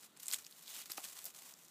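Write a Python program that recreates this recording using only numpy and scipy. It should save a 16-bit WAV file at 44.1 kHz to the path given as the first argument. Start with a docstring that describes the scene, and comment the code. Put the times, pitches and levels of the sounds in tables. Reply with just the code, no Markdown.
"""A snake slides through dry leaves and twigs between rocks, close to the microphone.
From the start, over faint outdoor air, its scales rub the litter in a fine crackle, and the rocks
scatter the rustle for a few hundredths of a second. Leaves crumple in short bursts, then ribs and
twigs crack. A soft bump on the ground follows near 0.4 s. From 0.6 s the belly drags over single
leaves and twigs, around 1 s a stick knocks three times, and a few small cracks end the scene."""
import sys
import numpy as np
from scipy import signal
from scipy.fft import rfft, irfft
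from scipy.io import wavfile

SR = 44100
rng = np.random.default_rng(int(sys.argv[2]) if len(sys.argv) > 2 else 0)


def wav_out(sig):
    """Save sig, one row per channel (or a flat mono array), as 16-bit PCM at SR to the path in sys.argv[1]."""
    wavfile.write(sys.argv[1], SR, np.round(np.clip(np.atleast_2d(sig).T, -1, 1) * 32767).astype(np.int16))


N = 74970  # 1.7 s


def undb(db):
    """Turn decibels into a factor to multiply by."""
    return 10 ** (np.asarray(db) / 20)


def unit(x):
    """Scale a signal to an average power of 1."""
    return x / np.sqrt(np.mean(x ** 2) + 1e-24)


def colour(x, points, tilt_db=0):
    """Shape the tone along a curve of (Hz, dB) points; tilt_db per octave makes it brighter."""
    hz, db = np.array(points, float).T
    octave = np.log2(np.maximum(np.fft.rfftfreq(4096, 1 / SR), 10))
    gain = unit(undb(np.interp(octave, np.log2(hz), db) + tilt_db * octave))
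    cepstrum = irfft(np.log(gain))
    fold = 1 + np.sign(np.fft.fftfreq(len(cepstrum)))  # makes the filter ring after a click, not before
    response = irfft(np.exp(rfft(cepstrum * fold)))
    return signal.fftconvolve(x, response)[:len(x)]


def resonate(x, hz, width_hz):
    """Keep the sound around one pitch and turn the rest down."""
    b, a = signal.iirpeak(hz, hz / min(width_hz, SR / 3), fs=SR)
    return signal.lfilter(b, a, signal.lfilter(b, a, x))


def whiten(x):
    """Give a short burst equal energy at all frequencies, 1 in total."""
    return irfft(np.exp(1j * np.angle(rfft(x))), len(x))


def wander(per_s):
    """A line that drifts to a new random value per_s times a second."""
    return np.interp(np.arange(N) / SR * per_s, np.arange(N), rng.standard_normal(N))


def swell(start, rise, fade):
    """A loudness shape that climbs straight up, then dies away (times in seconds)."""
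    t = np.arange(N) / SR - start
    return np.clip(t / rise, 0, 1) * np.exp(-np.maximum(t - rise, 0) / fade)


def crackle(per_s, spread_db):
    """Tiny clicks, or grains, at random moments, a few much larger than the rest."""
    size = undb(spread_db * np.minimum(rng.exponential(size=N), 4))
    return unit((rng.random(N) < per_s / SR) * size * rng.choice([-1, 1], N))


# Tone of the outdoor air: f/Hz, relative level/dB
AIR_TONE = [(25, -37), (60, -13), (100, -11.5), (170, 3.5), (240, 2), (330, 0.5), (700, -4.5), (1200, -2.5),
            (2500, -10), (4000, -5.5), (6000, -25), (15000, -30)]
def air(level_db=-70):
    """Still outdoor air makes a faint, steady, low hush."""
    return undb(level_db) * colour(rng.standard_normal(N), AIR_TONE)


GRAINS_PER_S, GRAIN_SPREAD_DB = 4000, 3.4
# Borders between the sounds of coarse, middle and fine pieces of litter: f/Hz
BAND_EDGES = [2200, 4200, 7800]
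# Tone of the rubbing: f/Hz, relative level/dB
RUB_TONE = [(40, -64), (120, -51), (300, -16.5), (700, -7.5), (1100, -6), (1600, -6.5), (2400, -3.5),
            (3800, -3), (5500, -2), (7500, 2), (10000, -2), (12500, -1.5), (15000, -0.5)]
# How loudly the body rubs as it slides: t/s, level/dB
RUB_LEVELS = [(0, -57.5), (0.054, -54.5), (.08, -68.5), (.16, -70.5), (.19, -66), (.24, -54), (.275, -55),
              (.3, -46.5), (0.351, -45.5), (.375, -57.5), (0.412, -56.5), (.5, -64.5), (.58, -58),
              (.65, -59), (.68, -52), (.725, -51), (.76, -47), (0.819, -49), (.85, -59.5), (.89, -56),
              (.935, -52.5), (.958, -55), (1.0, -52.5), (1.035, -51), (1.07, -49.5), (1.115, -53),
              (1.19, -54.5), (1.225, -51.5), (1.25, -59), (1.285, -52), (1.33, -66), (1.365, -53.5),
              (1.43, -56.5), (1.491, -52.5), (1.545, -64.5), (1.6, -62), (1.7, -62.5)]
def scales(flutter_db=2.1, flutter_per_s=170, broad_share=0.91):
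    """Scales catch and slip on the litter: a dense crackle that flutters with each catch."""
    level_db = np.interp(np.arange(N) / SR, *np.array(RUB_LEVELS).T)
    level_db += flutter_db * wander(flutter_per_s)
    band = np.searchsorted(BAND_EDGES, np.fft.rfftfreq(N, 1 / SR))
    narrow = sum(irfft(rfft(crackle(GRAINS_PER_S, GRAIN_SPREAD_DB)) * (band == k), N)
                 for k in range(len(BAND_EDGES) + 1))  # each band has its own grains
    broad = crackle(GRAINS_PER_S, GRAIN_SPREAD_DB)  # these sound in all bands at once
    grains = np.sqrt(broad_share) * broad + np.sqrt(1 - broad_share) * narrow
    return colour(grains * undb(level_db), RUB_TONE)


def rocks(x, echo_db=-15.5, delay_s=0.002, fade_60db_s=0.04):
    """The stones around scatter the sound, adding a short blur of echoes."""
    t = np.arange(SR // 5) / SR
    fading_noise = rng.standard_normal(len(t)) * np.exp(-np.log(1000) * t / fade_60db_s)
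    echo = whiten(fading_noise)[:len(t) // 2]
    delayed = np.concatenate([np.zeros(int(delay_s * SR)), echo])
    return x + undb(echo_db) * signal.fftconvolve(x, delayed)[:N]


# Tone of a dry leaf: f/Hz, relative level/dB
LEAF_TONE = [(40, -57), (120, -19.5), (300, -7.5), (700, -17.5), (1300, -2.5), (3000, -0.5), (4500, 2),
             (6000, 1.5), (7800, 2), (10000, -2), (12300, 1), (15000, -2.5)]
# Leaves crumpling: t/s, rise/s, fade/s, level/dB, brightness/(dB per octave)
LEAF_CRUMPLES = [(0.026, 0.0064, 0.011, -57, -3), (0.164, 0.0014, 0.012, -59.5, -4),
                 (.197, 0.0013, 0.01, -48.5, 2), (0.224, 0.0082, 0.009, -46.5, 2.5),
                 (0.2825, 0.00071, 0.0074, -40, 1.5), (0.322, 0.0052, 0.013, -34.5, 1.5),
                 (.333, 0.004, 0.0033, -40, -0.5), (0.382, 0.004, 0.012, -50.5, -1.5),
                 (0.508, 0.0035, 0.004, -52, 2.5), (0.619, 0.0071, 0.0098, -51.5, 2.5),
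                 (.856, 0.0016, 0.0099, -48, 0.5), (0.896, 0.0027, 0.0097, -45.5, -2),
                 (0.91, 0.0088, 0.0094, -42.5, 2.5), (0.967, 0.0096, 0.0087, -40.5, 1),
                 (1.046, 0.0018, 0.006, -41, -1), (1.164, 0.0048, 0.016, -50, 1),
                 (1.184, 0.0071, 0.0028, -48, 0), (1.241, 0.0021, 0.0015, -35, 8),
                 (1.253, 0.0018, 0.0058, -36, 7.5), (1.259, 0.0043, 0.0089, -43.5, 3.5),
                 (1.301, 0.0013, 0.0022, -47.5, 0), (1.345, 0.0022, 0.006, -51.5, 1)]
def leaves():
    """Each leaf gives way in a swelling shower of tiny breaks."""
    grains = crackle(per_s=9000, spread_db=4)
    return sum(colour(grains * swell(start, rise, fade) * undb(db), LEAF_TONE, tilt)
               for start, rise, fade, db, tilt in LEAF_CRUMPLES)


# Tone shared by all cracks: f/Hz, relative level/dB
CRACK_TONE = [(50, -52), (700, -10), (1400, -6.5), (3000, -1), (6000, -6), (7800, 2), (10000, -1),
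              (12300, 9), (15000, -7.5)]
# Single cracks of leaf ribs and twigs: t/s, level/dB, f/Hz, fade/s
RIB_CRACKS = [(0.1725, -50.5, 8740, 0.00039), (0.2314, -43.5, 8350, 0.0005), (0.259, -39, 8100, 0.00019),
              (0.2675, -38.5, 7450, 0.00051), (.2822, -29, 8060, 0.00031), (0.3062, -41, 7950, .0003),
              (0.3131, -28.5, 4840, 0.0003), (0.3353, -27, 7850, 0.00047), (0.3366, -29.5, 1930, 0.00018),
              (0.3427, -27, 3600, 0.00023), (0.3434, -28, 7660, 0.00028), (0.388, -39, 7100, 0.00017),
              (0.4445, -45, 4500, 0.00015), (0.448, -43, 4770, 0.00033), (0.465, -41, 5850, 0.00064),
              (0.4657, -49.5, 2600, 0.0005), (0.5245, -46.5, 4300, 0.00049), (.679, -40, 3930, 0.00046),
              (0.9064, -41.5, 8550, 0.00036), (0.9184, -31, 5150, 0.00043), (0.9185, -36.5, 14200, 0.00044),
              (1.0225, -51, 6500, 0.00048), (1.0413, -42, 2750, 0.00058), (1.042, -44, 8150, 0.00075),
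              (1.079, -48, 6900, 0.00048), (1.5378, -45, 5800, 0.00065), (1.6256, -59, 7000, 0.00057),
              (1.6463, -58, 9700, 0.00087), (1.651, -51.5, 5800, .0005), (1.683, -51.5, 5800, 0.0006)]
def cracks(window_s=0.02, sharpness=2.2, raw_tear_db=-6):
    """A leaf rib or twig tears in a millisecond or so: a snap that rings around its own pitch."""
    out = np.zeros(N)
    t = np.maximum(np.arange(-window_s / 2, window_s / 2, 1 / SR), 0)  # the tear starts halfway in
    for time, db, hz, fade in RIB_CRACKS:
        tear = whiten(rng.choice([-1, 1], len(t)) * t ** 2 * np.exp(-t / fade))
        ring = unit(resonate(tear, hz, hz / sharpness))
        snap = unit(ring + undb(raw_tear_db) * unit(tear))
        snap *= np.sqrt(2 * fade / window_s)  # a longer tear carries more energy
        at = int((time - fade - window_s / 2) * SR)
        out[at:at + len(t)] += undb(db) * snap[:N - at]
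    return colour(out, CRACK_TONE)


def thud(level_db=-78):
    """A soft bump on the ground gives a brief, low rumble."""
    rumble = unit(resonate(rng.standard_normal(N), hz=85, width_hz=110))
    return undb(level_db) * rumble * swell(start=0.372, rise=0.014, fade=0.027)


# Long drags over one leaf or twig, plus a brief chatter of the stick around its loudest knock (the 720 Hz row):
# t/s, length/s, level/dB, f/Hz
RINGING_DRAGS = [(0.627, 0.16, -60.5, 3850), (0.724, 0.13, -58, 3300), (0.964, 0.058, -58.5, 720),
                 (1.144, 0.063, -66, 1040), (1.238, 0.048, -65, 664), (1.306, 0.26, -70.5, 845)]
def drags(sharpness=1.53):
    """The belly drags over a single leaf or twig, and the knocked stick chatters briefly; the grains ring
    loosely around each one's pitch."""
    grains = crackle(GRAINS_PER_S, GRAIN_SPREAD_DB)
    out, t = np.zeros(N), np.arange(N) / SR
    for start, length, db, hz in RINGING_DRAGS:
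        arch = np.sin(np.pi * np.clip((t - start) / length, 0, 1))
        out += undb(db) * arch * unit(resonate(grains, hz, hz / sharpness))
    return out


# Tones the stick rings with: f/Hz, relative level/dB, time to fade by 60 dB/s
STICK_TONES = [(283, -10.5, 0.024), (490, -6.5, 0.012), (783, -4, 0.023), (1265, -4.5, 0.02),
               (1920, -13, 0.017), (2590, -2, 0.0092)]
# Knocks on the stick: t/s, level/dB
STICK_KNOCKS = [(.899, -48.5), (.9803, -34), (1.05, -60)]
def stick(contact_s=0.0003, low_cut_hz=186):
    """A dry stick is nudged against its neighbour and rings dully; it is too thin to give much bass."""
    out, t = np.zeros(N), np.arange(SR // 10) / SR
    ring = sum((-1) ** k * undb(db) * np.sin(2 * np.pi * hz * t) * np.exp(-np.log(1000) * t / fade)
               for k, (hz, db, fade) in enumerate(STICK_TONES))
    knock = ring * (1 - np.exp(-t / contact_s))
    for start, db in STICK_KNOCKS:
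        at = int(start * SR)
        out[at:at + len(t)] += undb(db) * knock
    return signal.sosfilt(signal.butter(2, low_cut_hz, "high", fs=SR, output="sos"), out)


def scene():
    """The air, the rustle among the rocks and the bump, mixed into one channel."""
    hush = air()
    rustle = scales() + leaves() + cracks() + drags() + stick()
    return (hush + rocks(rustle) + thud())[None]


def record(dry, soften_hz=15200, cut_hz=15350):
    """The microphone softens the highest treble and the recorder cuts off the top."""
    soft = signal.sosfilt(signal.butter(2, soften_hz, fs=SR, output="sos"), dry)
    return signal.sosfilt(signal.ellip(10, .2, 80, cut_hz, fs=SR, output="sos"), soft)


dry = scene()
out = record(dry)
wav_out(out)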